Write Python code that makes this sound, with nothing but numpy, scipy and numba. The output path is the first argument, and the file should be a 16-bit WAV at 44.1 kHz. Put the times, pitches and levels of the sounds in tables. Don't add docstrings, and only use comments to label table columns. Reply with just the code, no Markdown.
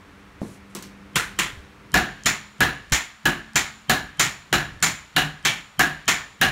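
import sys
import numpy as np
from scipy import signal
from scipy.fft import rfft, irfft, next_fast_len
from scipy.io import wavfile
from scipy.ndimage import uniform_filter1d
from numba import njit

SR = 44100
rng = np.random.default_rng(int(sys.argv[2]) if len(sys.argv) > 2 else 0)


def to_wav(sig):
    pcm = np.clip(np.atleast_2d(sig), -1, 1) * 32767
    pcm = np.round(pcm).astype(np.int16)
    wavfile.write(sys.argv[1], SR, pcm.T)


def volts_from_decibels(level):
    exponent = np.asarray(level, float) / 20
    return 10 ** exponent


N = 287091
TAIL = 32768
LEAD = 1024
FREQ = np.maximum(np.arange(TAIL // 2 + 1) * SR / TAIL, 1)

# frequency in Hz, level in dB per Hz.
BLOWER_ROAR = [(15, -47.5), (25, -17), (64, -1), (166, -9), (200, -1), (223, -14), (285, -5), (335, -16),
               (384, -11.5), (489, -16), (734, -18.5), (1160, -15.5), (2350, -19.5), (2800, -24),
               (16000, -48.5)]
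# start in seconds, length in seconds, pitch in Hz, level in dB.
HUM_SURGES = [(0.0, 1.6, 198.8, -59.5), (.72, 0.42, 197.3, -50.5), (2.1, .5, 208.3, -54.5),
              (3.396, 0.31, 219, -51.5), (4.397, 2.6, 208, -69.5)]
# frequency in Hz, level in dB.
MOTOR_LINES = [(298, -56), (395, -59), (495, -61)]
# time in seconds, level in dB.
PHONE_TURN = [(0, -2), (1.9, -0.5), (2.45, -6.5), (2.8, -1), (3.15, -14), (3.8, -8), (4.4, -7.5),
              (4.75, -1.5), (5.1, -9.5), (6.5, -6.5)]
# start in seconds, length in seconds, level in dB.
TONG_DRAGS = [
    (0.415, .135, -55.5),
    (0.7, .014, -63),
]
# start in seconds, level in dB, pitch in Hz.
KNOCKS = [(.4172, -19, 211), (0.4175, -22, 344), (.4172, -18.5, 560), (1.532, -31.5, 111),
          (1.574, -31.5, 81), (1.6, -37, 66.3), (1.946, -20, 60), (1.99, -22, 65), (2.261, -18, 150),
          (2.62, -22, 70), (2.924, -13, 63.6), (2.92, -12, 134), (3.555, -22, 131), (4.722, -32.5, 120),
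          (4.745, -37, 70), (4.764, -34, 110)]
# frequency in Hz, time to fall by 60 dB in seconds.
SHED_T60 = [(60, 0.66), (250, 0.39), (700, 0.38), (1840, 0.39), (4850, 0.31), (12800, 0.27)]

# start in seconds, force in dB, heft in dB (more lows from a flat landing),
# bite in dB (more treble from an edge landing), and for the hammers the whistle ahead of it in dB.
THUD_BLOWS = [
    (.419, -17, 0, 0),
]
CLINK_BLOWS = [
    (0.7495, -23.5, 4, 1),
    (0.7635, -30.5, 0, 1),
    (0.8242, -31, -5, -1),
]
TAP_BLOWS = [
    (1.156, -14, 1, 2.2, -30),
    (1.388, -15, -1, -2.2, -35),
]
HAND_BLOWS = [(2.258, -11.5, -0.29, -1.3, -27), (2.921, -12.5, -0.8, 1.3, -39),
              (3.556, -11, -0.7, -0.9, -37), (4.195, -10.5, 0.43, 1.8, -28),
              (4.825, -10.5, -0.42, 1.6, -37), (5.450, -12.5, 2, 1.1, -30), (6.079, -10.5, 1, -1.7, -28)]
SLEDGE_BLOWS = [(1.941, -7, 0.5, -1.5, -28), (2.605, -9, 0, -1.5, -35), (3.2545, -11.5, 2, 0, -50),
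                (3.8955, -10, 3, 4, -27), (4.527, -9.5, -1, -1.5, -39), (5.163, -10.5, 1, 1.5, -32),
                (5.7932, -8, -1.5, -.5, -27), (6.413, -9, 1, 0, -31)]

# frequency in Hz, level in dB per Hz.
THUD_CRACK = [(24, -68), (40, -12), (218, 0), (1030, -22), (1610, -36), (1970, -28), (2100, -59),
              (4250, -32), (5000, -55), (6500, -80), (11000, -120)]
CLINK_CRACK = [(120, -12), (200, 12.5), (245, 0.5), (380, 0), (735, -11), (1040, -6), (3370, -8.5),
               (5730, -7.5), (16000, -22.5)]
TAP_CRACK = [(24, -37), (40, -3.5), (185, -2.5), (256, -11), (337, -6.5), (615, -15), (1950, -0.5),
             (4930, -11.5), (7170, -11), (13400, -22), (16000, -27)]
HAND_CRACK = [(24, -38), (40, -18), (151, -17.5), (402, -12), (503, -19), (680, -9.5), (2260, -1.5),
              (2840, -10.5), (4340, -8.5), (4930, -10), (7000, -7), (8340, -16.5), (16000, -26.5)]
SLEDGE_CRACK = [(24, -54), (40, -10), (155, -2), (503, -12), (751, -12), (1070, -9), (1720, -4),
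                (2050, -8.5), (4930, -17.5), (7000, -20), (7930, -24), (14500, -26.5), (16000, -29)]

# frequency in Hz, width in Hz, level over the crack in dB.
THUD_RING = [(198, 78, 2.2), (520, 150, 3.3), (1020, 60, 7.8)]
CLINK_RING = [(1015, 41, 11), (7900, 330, 1.5)]
TAP_RING = [(100, 50, -13), (1018, 41, 7), (1430, 440, 4), (3290, 400, 4), (7100, 270, 5)]
HAND_RING = [(97, 14, -8), (284, 24, 5.5), (10650, 410, -1.5), (155, 155, 10.5), (1800, 87, 2),
             (2310, 35, 1.5), (3130, 1000, 5), (7130, 260, 7)]
SLEDGE_RING = [(99.4, 36, -9.5), (283, 11, 8.5), (510, 57, -2), (10600, 450, -1.5), (149, 17, 2),
               (348, 41, 8.5), (740, 120, 10), (1666, 210, 6), (2900, 440, 5), (3960, 600, 6.5),
               (6130, 1400, 4.5), (7080, 400, 7.5)]

# frequency in Hz, width in Hz,
# time to fall by 60 dB in seconds, level in dB.
TAP_MODES = [(2500, 5100, 0.87, 2.5), (9000, 8000, 0.5, -3)]
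HAND_MODES = [(7050, 400, 0.74, -2), (9700, 370, 0.43, -10.5), (2900, 5000, 0.82, 3.5),
              (11000, 9600, 0.27, 2)]
SLEDGE_MODES = [(754, 28, 0.33, 8.5), (1713, 200, 0.85, 3.5), (1507, 64, 0.37, 9), (2850, 222, 0.41, 4),
                (6980, 280, 0.61, -6.5), (9650, 370, 0.32, -3.5), (2450, 3900, 0.8, 3),
                (11000, 6400, 0.27, -5), (4050, 350, 0.33, 5.5)]

# level in dB, centre in Hz, width in Hz.
TAP_TICKS = (-53, 6000, 8000)
HAND_TICKS = (-37.5, 6600, 4200)
SLEDGE_TICKS = (-49.5, 6000, 8000)
# frequency in Hz, width in Hz, depth in dB.
PORT_DIP = (4860, 410, -4)


def along(table, hz):
    table = np.array(table, float)
    return np.interp(np.log(hz), np.log(table[:, 0]), table[:, 1])


def causal(db):
    c = irfft(db * np.log(10) / 20)
    c[1:len(c) // 2] *= 2
    c[len(c) // 2 + 1:] = 0
    return np.exp(rfft(c))


def walk(rate):
    k = int(SR / rate)
    steps = np.repeat(rng.standard_normal(N // k + 1), k)
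    return 0.21 * uniform_filter1d(uniform_filter1d(steps, k), k)[:N]


def swell(s, length, db, rise_db_s, fall_db_s):
    t = np.arange(N) / SR
    return volts_from_decibels(db - rise_db_s * np.maximum(s - t, 0) - fall_db_s * np.maximum(t - s - length, 0))


def blower_air(turn):
    size = 2 * next_fast_len(N // 2 + 1)
    hz = np.maximum(np.arange(size // 2 + 1) * SR / size, 1)
    noise = rfft(rng.standard_normal(size)) * volts_from_decibels(along(BLOWER_ROAR, hz))
    gust, air = walk(0.29), 0
    for centre in 31.25 * 2. ** np.arange(10):
        share = np.clip(1 - abs(np.log2(hz / centre)), 0, 1)
        flicker = (0.56 + 150 / centre) ** 0.2 * walk(2.7)
        air = air + irfft(noise * share)[:N] * volts_from_decibels(turn * (centre < 700) + 0.8 * gust + flicker)
    return air / air.std() * volts_from_decibels(-49.5)


def blower_hum():
    surges = np.array([swell(s, length, db, rise_db_s=49, fall_db_s=56) for s, length, _, db in HUM_SURGES])
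    hz = np.transpose(HUM_SURGES)[2] @ surges / surges.sum(0)
    phase = 2 * np.pi * np.cumsum(hz * (1 + 0.0059 * walk(9.7))) / SR
    return surges.sum(0) * np.sin(phase) * np.sqrt(2) * volts_from_decibels(2.2 * walk(6))


def motor(turn):
    t = np.arange(N) / SR
    return sum(volts_from_decibels(db + 2 * turn + 7 * walk(4)) * np.sin(2 * np.pi * hz * t) for hz, db in MOTOR_LINES)


def blower():
    turn = np.interp(np.arange(N) / SR, *np.transpose(PHONE_TURN))
    return blower_air(turn) + blower_hum() + motor(turn)


def scrape():
    grit = rng.standard_normal(N) * volts_from_decibels(2.2 * rng.exponential(size=N))
    grit = signal.sosfilt(signal.butter(2, [3500, 10500], "bandpass", fs=SR, output="sos"), grit)
    drags = sum(swell(*drag, rise_db_s=2000, fall_db_s=290) for drag in TONG_DRAGS)
    return grit / grit.std() * drags


def bumps():
    t, out = np.arange(N) / SR, np.zeros(N)
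    swings = 1.2
    for s, db, hz in KNOCKS:
        fade = np.exp(-np.maximum(t - s, 0) * hz / swings)
        out += volts_from_decibels(db) * np.sin(2 * np.pi * hz * (t - s)) * fade * (t > s)
    return out


def ground():
    t = np.arange(-LEAD, 0) / SR
    return volts_from_decibels(-12.0) * np.sin(2 * np.pi * 150 * t) * np.exp(t / 0.0047)


def shed_octaves(shrink):
    t, hz = np.arange(TAIL) / SR, 62.5 * 2. ** np.arange(9)[:, None]
    share = np.clip(1 - abs(np.log2(np.clip(FREQ, 62.5, 16000) / hz)), 0, 1)
    build = 1 - np.exp(-t / (0.0011 + 0.1 / hz))
    build = build * (1 + 0.28 * np.exp(-t / 0.038))
    return share, build * np.exp(-np.log(1000) * t / (shrink * along(SHED_T60, hz)))


def shed(share, decay, crack_db):
    noise = rng.standard_normal(TAIL)
    grain_db = 1.3 + 2.5 * np.exp(-np.arange(TAIL) / (.03 * SR))
    grain = volts_from_decibels(grain_db * np.repeat(rng.standard_normal(TAIL // 64), 64))
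    echo = np.sum(irfft(rfft(noise * grain) * share) * decay, axis=0)
    direct = np.diff(rng.standard_normal(257)) * np.exp(-np.arange(256) / (.0011 * SR))
    echo[:256] += volts_from_decibels(crack_db) * direct
    return rfft(echo)


def cluster(hz, width, t60, db):
    t = np.arange(TAIL) / SR
    ring = irfft(rfft(rng.standard_normal(TAIL)) / (1 + (2 * (FREQ - hz) / width) ** 2))
    return volts_from_decibels(db) * ring / ring.std() * (1 - np.exp(-t / 0.0017)) * np.exp(-np.log(1000) * t / t60)


def blows(rows, crack, rings, modes, lift_db, crack_db, shrink, modes_db=0, ground_db=-80):
    out, octaves = np.zeros(N + TAIL), shed_octaves(shrink)
    for s, force_db, heft_db, bite_db, *_ in rows:
        db = along(crack, FREQ) + along([(800, heft_db), (2000, 0), (7000, bite_db)], FREQ)
        for hz, width, ring_db in rings:
            struck_db = ring_db + 2.7 * rng.standard_normal()
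            db = db + struck_db / (1 + (2 * (FREQ - hz) / width) ** 2)
        sound = irfft(causal(db) * shed(*octaves, crack_db))
        sound = sound / np.sqrt(np.mean(sound[:1300] ** 2))
        sound = sound + volts_from_decibels(modes_db) * sum(cluster(*mode) for mode in modes)
        i = int((s + .0007) * SR)
        out[i - LEAD:i + TAIL] += np.r_[ground() * volts_from_decibels(ground_db), sound] * volts_from_decibels(force_db + lift_db)
    return out[:N]


def forerunners():
    out, t = np.zeros(N), np.arange(LEAD) / SR
    lead_s = LEAD / SR
    first_tick = np.exp(-((t - .0012) / 0.00045) ** 2)
    second_tick = 0.29 * np.exp(-((t - .0015 - lead_s / 2) / 0.00066) ** 2)
    ticks = 0.047 + first_tick + second_tick
    whistle = np.sin(2 * np.pi * 3130 * t) * np.exp((t - lead_s) / 0.0043)
    for rows, (db, hz, width) in ((SLEDGE_BLOWS, SLEDGE_TICKS), (HAND_BLOWS, HAND_TICKS), (TAP_BLOWS, TAP_TICKS)):
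        band = signal.butter(2, [max(hz - width / 2, 300), hz + width / 2], "bandpass", fs=SR, output="sos")
        for s, *_, whistle_db in rows:
            i = int((s + .0005) * SR)
            tick_db = db + 17.5 * np.exp(-abs(s - SLEDGE_BLOWS[0][0]) / 0.49)
            hiss = signal.sosfilt(band, rng.standard_normal(LEAD))
            out[i - LEAD:i] += volts_from_decibels(tick_db) * hiss * ticks + volts_from_decibels(whistle_db) * whistle
    return out


def scene():
    anvil = blows(SLEDGE_BLOWS, SLEDGE_CRACK, SLEDGE_RING, SLEDGE_MODES,
                  lift_db=-0.5, crack_db=10, shrink=0.91, modes_db=-27, ground_db=0.0)
    anvil += blows(HAND_BLOWS, HAND_CRACK, HAND_RING, HAND_MODES,
                   lift_db=-1.0, crack_db=7.5, shrink=0.96, modes_db=-27.5, ground_db=-2)
    anvil += blows(TAP_BLOWS, TAP_CRACK, TAP_RING, TAP_MODES,
                   lift_db=-3, crack_db=5, shrink=0.95, modes_db=-25.5, ground_db=-4)
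    tools = blows(CLINK_BLOWS, CLINK_CRACK, CLINK_RING, [], lift_db=-10.5, crack_db=15.5, shrink=1.0)
    tools += blows(THUD_BLOWS, THUD_CRACK, THUD_RING, [], lift_db=-14, crack_db=10, shrink=1.0)
    return (anvil + tools + bumps() + scrape() + blower())[None]


@njit
def follow(x, attack, release):
    y, e = np.empty(len(x)), 0.
    for i in range(len(x)):
        e += (abs(x[i]) - e) * (attack if abs(x[i]) > e else release)
        y[i] = e
    return y


def top_cut(x):
    return signal.sosfilt(signal.butter(12, 16960, fs=SR, output="sos"), x)


def record(dry):
    hz, width, dip_db = PORT_DIP
    x = dry[0] - (1 - volts_from_decibels(dip_db)) * signal.lfilter(*signal.iirpeak(hz, hz / width, fs=SR), dry[0])
    slow = follow(x, 1 / (0.09 * SR), 1 / (.35 * SR))
    x = x * np.minimum(1, (volts_from_decibels(-28.5) / (slow + 1e-9)) ** 0.22)
    fast = follow(np.roll(x, -40), 1 / (0.000078 * SR), 1 / (0.0055 * SR))
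    x = x * np.minimum(1, (volts_from_decibels(-8) / (fast + 1e-9)) ** .6)
    x = .56 * np.tanh(x / .56) + forerunners()
    x = signal.sosfilt(signal.ellip(10, .2, 40, 15750, fs=SR, output="sos"), x)
    return top_cut(x[None])


dry = scene()
out = record(dry)
to_wav(out)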